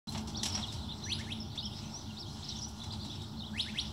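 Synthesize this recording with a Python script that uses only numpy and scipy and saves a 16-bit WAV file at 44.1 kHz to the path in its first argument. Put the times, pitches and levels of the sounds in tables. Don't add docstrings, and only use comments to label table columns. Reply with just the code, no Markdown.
import sys
import numpy as np
from scipy import signal
from scipy.fft import rfft, irfft, next_fast_len
from scipy.io import wavfile
from scipy.ndimage import uniform_filter1d

SR = 44100
rng = np.random.default_rng(int(sys.argv[2]) if len(sys.argv) > 2 else 0)


def to_wav(sig):
    pcm = np.clip(np.atleast_2d(sig), -1, 1) * 32767
    pcm = np.round(pcm).astype(np.int16)
    wavfile.write(sys.argv[1], SR, pcm.T)


def convert_level_to_amplitude(level_db):
    exponent = np.asarray(level_db, float) / 20
    return 10 ** exponent


N = 172872
M = next_fast_len(N)
t = np.arange(N) / SR
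PERCHES = 6
BEAK_HZ, BEAK_WIDTH_HZ = 10100, 1500
RASP_DB = 2
RASP = 1 + convert_level_to_amplitude(RASP_DB) * uniform_filter1d(rng.standard_normal(N), 36) * 6
# t/s, level/dB
BUSTLE = [(0, 3), (.25, -4.5), (.5, 7.5), (.9, 1), (1.4, -2.5), (1.65, -0.5), (2.1, -0.5), (2.6, -1),
          (3.1, 0.5), (3.5, -2.5), (3.92, 0)]


def level(x, db):
    return x * convert_level_to_amplitude(db) / np.sqrt(np.mean(x ** 2))


def curve(x, points):
    at, value = np.array(points).T
    return np.interp(x, at, value)


def walk(rate):
    k = int(SR / rate)
    held = np.repeat(rng.standard_normal(N // k + 1), k)
    return 1.323 * uniform_filter1d(uniform_filter1d(held, k), k)[:N]


def ring(f, hz, width):
    return 1 / (1 + ((f ** 2 - hz ** 2) / (f * width + 1e-9)) ** 2)


def band(hz, width):
    f = np.fft.rfftfreq(M, 1 / SR)
    a, b = rng.standard_normal((2, len(f))) * np.sqrt(M / 2)
    return irfft((a + 1j * b) * ring(f, hz, width), M)[:N]


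def causal(x, gain):
    c = irfft(np.log(gain(np.fft.rfftfreq(4096, 1 / SR)) + 1e-6))
    c[1:2048] *= 2
    c[2049:] = 0
    response = irfft(np.exp(rfft(c)))[:2048]
    return signal.fftconvolve(x, response)[:len(x)]


def tail(t60, db):
    u = t[:SR // 2]
    return level(rng.standard_normal(len(u)) * convert_level_to_amplitude(-60 * u / t60), db) / np.sqrt(len(u))


def echo(x, response):
    return signal.fftconvolve(x, response)[:N]


def rumble():
    # f/Hz, width/Hz, level/dB
    hums = [(49.7, 12, -12), (73, 23.7, -2), (96.6, 38.7, -0.5), (146.5, 28.7, -3.5), (216.9, 29.3, -0.5),
            (286.4, 21.6, -10), (342, 68.6, -14), (423, 29, -19.5), (610, 142, -23.5), (852, 318, -18.5),
            (1220, 510, -30)]
    # t/s, level/dB
    traffic = [(0, 1), (.5, 2.5), (.9, 1.5), (1.3, 1.5), (1.6, -0.5), (2, -1), (2.5, -1.5), (2.8, -1.5),
               (3.1, 0), (3.5, -1), (3.92, -0.5)]
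    rumble_db, swell_db, flicker_db = -42.5, 0.6, 1.22
    out = np.zeros(N)
    swell = swell_db * walk(1.83) + curve(t, traffic)
    for hz, width, db in hums:
        out += convert_level_to_amplitude(db + swell + flicker_db * walk(7.8)) * band(hz, width)
    return level(out, rumble_db)


def fan():
    fan_hz, fan_db = 1420, -71.5
    loudness = np.sqrt(2) * convert_level_to_amplitude(fan_db + walk(2.7))
    return loudness * np.sin(2 * np.pi * fan_hz * t + 0.7 * walk(3.97))


def hiss():
    return level(band(9000, 44000), -70)


def air():
    # f/Hz, level/dB per Hz
    spectrum = [(500, -8.5), (1500, -0.5), (2500, 0.5), (4000, 4.5), (6000, -1.5), (9000, -1.5),
                (15000, -3.5)]
    air_db = -49
    out = np.zeros(N)
    hz0, db0 = np.array(spectrum).T
    bustle = curve(t, BUSTLE) + 2.24 * walk(9.1)
    for hz in 500 * 2 ** np.arange(0, 5.1, 1 / 3):
        db = np.interp(np.log(hz), np.log(hz0), db0) + bustle + 3 * walk(22.1)
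        out += convert_level_to_amplitude(db) * band(hz, hz / 4)
    return out * convert_level_to_amplitude(air_db)


def rustles():
    # t/s, peak level/dB, fade t60/s, tilt/dB per octave
    touches = [(0.0695, -50, 0.48, 1.5), (0.0866, -45.5, 0.24, 16), (0.1206, -42, 0.38, 3.5),
               (0.1465, -41, 0.21, -10), (0.175, -40.5, 0.099, -2), (0.272, -42, 0.29, 0),
               (0.4305, -25.5, 0.15, 0.5), (0.4544, -32, 0.11, -4), (0.4618, -37, 0.16, 5.5),
               (.5208, -44, 0.09, 11), (0.548, -37.5, 0.12, -6), (0.5726, -47, 0.25, -10.5),
               (0.6654, -46, 0.1, 5), (0.7217, -38, 0.18, 2.5), (1.188, -42, 0.21, -3.5),
               (1.5529, -44, 0.14, -2), (2.6788, -47.5, 0.22, 10), (2.8344, -43, 0.12, -1),
               (2.9225, -47, 0.31, -3), (3.0462, -42.5, 0.17, -1), (3.2186, -48.5, 0.14, 5)]
    rustle_db, grain_db, attack_s = 5, 2, 0.0026
    crack_db, crack_t60_s, firm_db = -2.5, 0.014, -36.5
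    out = np.zeros(N)
    noise = rng.standard_normal(N) * convert_level_to_amplitude(grain_db * walk(500))
    for s, db, t60, tilt_db in touches:
        i = int(s * SR)
        x = noise[i:i + SR // 4]
        u = np.arange(len(x)) / SR
        fade = convert_level_to_amplitude(-60 * u / max(t60, .01))
        crack = convert_level_to_amplitude(crack_db + min(db - firm_db, 0) - 60 * u / crack_t60_s)
        x = x * np.minimum(u / attack_s, 1) * (fade + crack)

        def brightness(f):
            tilt = np.clip(tilt_db * np.log2((f + 1200) / 8000), -40, 30)
            return convert_level_to_amplitude(tilt) * f / (f + 900)

        out[i:i + len(x)] += convert_level_to_amplitude(db + rustle_db) * causal(x, brightness)
    return out


def beak(f):
    floor_db = -19
    return (convert_level_to_amplitude(floor_db) + ring(f, BEAK_HZ, BEAK_WIDTH_HZ)) * (f < .4 * SR)


def add_whistle(out, start, hz, db, overtones_db):
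    i = max(int(start * SR), 0)
    n = min(len(hz), N - i)
    hz = hz[:n]
    phase = 2 * np.pi * np.cumsum(hz) / SR
    over = np.zeros(n)
    for k, overtone_db in enumerate(overtones_db, 2):
        over += convert_level_to_amplitude(overtone_db) * beak(k * hz) * np.sin(k * phase)
    u = np.arange(n) / len(db)
    edges = np.clip(np.minimum(u, 1 - u) / 0.09, 0, 1)
    voice = np.sin(phase) + over * RASP[i:i + n]
    out[i:i + n] += np.sqrt(2) * convert_level_to_amplitude(db[:n]) * voice * edges


def span(length):
    return np.linspace(0, 1, max(int(length * SR), 9))


def slide(u):
    return u


def arc(u):
    top, roundness = .56, 1.3
    return 1 - np.abs(np.interp(u, [0, top, 1], [-1, 0, 1])) ** roundness


def far_calls():
    far_db, spread_db, low_hz, high_hz, length_s = -67, 1.5, 3200, 6100, .035
    when, size, pitch, loud = rng.random((600, 4)).T
    start = N / SR * (np.arange(len(when)) + when) / len(when)
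    top = low_hz * (high_hz / low_hz) ** pitch
    foot = top * (.7 + .15 * size)
    db = far_db + spread_db * (2 * loud - 1) + curve(start, BUSTLE)
    return zip(start, length_s * (.5 + size), foot, top, db)


def flock():
    # t/s, length/s, from
    # f/Hz, to f/Hz, level/dB
    slides = [(.078, 0.019, 3950, 4160, -45), (.345, 0.034, 3250, 6050, -46), (.38, 0.019, 4460, 4300, -42),
              (.38, 0.033, 3400, 3970, -49.5), (.52, 0.021, 5760, 4870, -44.5),
              (.54, .016, 5040, 5800, -41.5), (.56, .035, 5540, 5450, -43), (.618, 0.038, 4250, 2770, -44),
              (.675, .035, 4200, 3400, -46.5), (.88, 0.052, 3400, 4020, -47.5), (.9, .03, 3190, 2720, -56),
              (1.035, 0.077, 5840, 5990, -50), (1.096, 0.017, 4100, 4830, -44),
              (1.136, 0.019, 4700, 5020, -45), (1.62, 0.032, 4900, 5560, -49),
              (1.652, 0.019, 5580, 4900, -45.5), (1.625, 0.03, 2794, 3760, -46.5),
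              (1.655, 0.021, 3310, 3040, -49.5), (1.735, 0.024, 3620, 4010, -53),
              (1.755, .03, 5000, 5600, -57), (1.852, 0.039, 5750, 6440, -54.5),
              (1.935, 0.059, 5430, 6340, -50), (2.09, 0.03, 3200, 2570, -54),
              (2.25, 0.054, 3000, 4240, -56), (2.49, .022, 4100, 3670, -46), (2.51, 0.017, 3630, 3860, -47),
              (2.585, 0.046, 5880, 4920, -50), (2.625, 0.034, 5600, 6090, -44),
              (2.64, 0.013, 4910, 3800, -51), (3.368, 0.024, 3900, 4830, -56),
              (3.39, 0.02, 4490, 3560, -47.5), (3.405, .018, 3590, 3800, -49),
              (3.43, 0.039, 2800, 4100, -51), (3.467, .018, 3910, 3060, -48),
              (3.612, 0.02, 5100, 5400, -44), (3.802, 0.016, 5300, 5900, -47),
              (3.005, 0.033, 3400, 4520, -51.5), (3.145, 0.018, 5520, 5450, -59),
              (3.32, .025, 3720, 3560, -63), (.09, 0.027, 5860, 6100, -59)]
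    # t/s, length/s, outer f/Hz, turning f/Hz, level/dB
    arcs = [(1.5, 0.044, 3000, 4000, -55), (.41, .03, 3300, 4000, -56), (2.27, .05, 4100, 4300, -59.5),
            (1.7, .045, 3050, 3700, -55.5), (2.165, 0.074, 3300, 5500, -48),
            (2.425, .04, 3000, 5400, -49.5), (2.54, .055, 2800, 3950, -50),
            (2.555, 0.045, 5100, 6600, -50.5), (2.608, .035, 4400, 5300, -46),
            (2.9, 0.047, 3150, 5000, -48), (2.99, 0.065, 3700, 5000, -50.5), (3.095, .048, 3114, 3900, -50),
            (3.19, 0.059, 2955, 3700, -57), (1.575, .03, 3400, 3700, -45.5),
            (0.54, 0.0284, 4200, 5700, -45.5), (0.9, 0.0375, 3094, 4000, -50),
            (1.4, 0.034, 5800, 5000, -49), (1.705, 0.031, 2600, 3200, -58.5), (2.5, .022, 2700, 5700, -45),
            (2.48, .025, 3800, 5900, -47.5), (.488, 0.024, 4900, 4200, -50), (1.02, .035, 3300, 4200, -49),
            (2.785, 0.071, 3300, 3500, -54), (0.91, 0.016, 3100, 3700, -51), (.81, .04, 3300, 4100, -51.5),
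            (0.59, 0.023, 3300, 5500, -60), (2.8, .03, 4300, 3500, -49), (3.195, .06, 3700, 3900, -55.5),
            (2.92, 0.0406, 4100, 3900, -55), (2.83, .05, 3700, 4100, -55), (1.58, 0.04, 3700, 5000, -48),
            (.47, 0.039, 5200, 5900, -47), (2.6, .035, 5300, 7500, -57), (1.5, 0.024, 4300, 4550, -55)]
    flock_overtones = [-18, -28]
    warble = 1 + .014 * walk(150)
    flutter_db = 2.5 * walk(280)
    near, far = np.zeros((2, PERCHES, N))
    for calls, path, out in ((slides, slide, near), (arcs, arc, near), (far_calls(), arc, far)):
        for j, (s, length, a, b, db) in enumerate(calls):
            u = span(length)
            k = np.minimum(int(s * SR) + np.arange(len(u)), N - 1)
            hz = a * (b / a) ** path(u) * warble[k]
            add_whistle(out[j % PERCHES], s, hz, db + flutter_db[k], flock_overtones)
    return near, far


def flock_on_roofs():
    dry_db, t60_s, echo_db, early_t60_s, early_db = -1, .25, -4, .05, -2
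    far_dry_db, far_t60_s = -1, .14
    out = np.zeros(N)
    for close, distant in zip(*flock()):
        roofs = tail(t60_s, echo_db) + tail(early_t60_s, early_db)
        out += convert_level_to_amplitude(dry_db) * close + echo(close, roofs)
        out += convert_level_to_amplitude(far_dry_db) * distant + echo(distant, tail(far_t60_s, 0))
    return out


def whoops():
    # t/s, length/s, from f/Hz, to f/Hz, level/dB
    whoop_notes = [
        (1.055, 0.086, 1523, 5095, -32),
        (1.178, 0.043, 1372, 2590, -35.5),
        (1.264, 0.069, 1547, 4350, -34.5),
        (1.543, 0.048, 1800, 4213, -47.5),
        (3.528, .09, 1400, 5230, -30),
        (3.652, 0.049, 1414, 2880, -35),
        (3.733, 0.073, 1393, 5600, -30),
    ]
    whoop_overtones = [-8, -10, -17, -23]
    flick, flick_power = 0.24, 4.3
    db_per_octave, full_hz = 14, 3500
    peak, fade_db = 0.81, 7
    flutter_db = 1.5
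    out = np.zeros(N)
    for s, length, a, b, db in whoop_notes:
        u = span(length)
        hz = a * (b / a) ** ((1 - flick) * u + flick * u ** flick_power)
        swell = db_per_octave * np.log2(np.minimum(hz / min(full_hz, b), 1))
        thinning = np.interp(u, [peak, 1], [0, fade_db])
        add_whistle(out, s, hz, db + swell - thinning, whoop_overtones)
    return out * convert_level_to_amplitude(flutter_db * walk(220))


def whoops_on_roofs():
    whoop = whoops()
    shine = causal(tail(0.28, 3.5), lambda f: ring(f, BEAK_HZ, BEAK_WIDTH_HZ))
    roofs = tail(.45, -4) + tail(.06, -3) + shine
    return whoop + echo(whoop, roofs)


def in_cabin(x):
    # f/Hz, width/Hz, level/dB
    cabin = [(800, 360, -2.5), (1220, 790, -11), (1786, 380, -10), (2184, 660, -8), (2875, 680, -4.5),
             (3400, 650, -1), (4100, 1920, -1), (5600, 1200, 1), (7550, 1300, -5), (10200, 2050, -14.5),
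             (12400, 2400, -41)]
    return causal(x, lambda f: np.sqrt(sum((convert_level_to_amplitude(db) * ring(f, hz, w)) ** 2 for hz, w, db in cabin)))


def scene():
    coloured = in_cabin(air() + rustles() + flock_on_roofs() + whoops_on_roofs())
    return (coloured + rumble() + fan() + hiss())[None]


def top_cut(x):
    return signal.sosfilt(signal.butter(12, 16510, fs=SR, output="sos"), x)


def record(dry):
    top_hz, offset, start_s, fade_s = 15740, -.0008, .0712, 0.00066
    x = signal.sosfilt(signal.ellip(10, .2, 60, top_hz, fs=SR, output="sos"), dry)
    opening = np.clip((t - start_s) / fade_s, 0, 1)
    return top_cut((x + offset) * opening)


dry = scene()
out = record(dry)
to_wav(out)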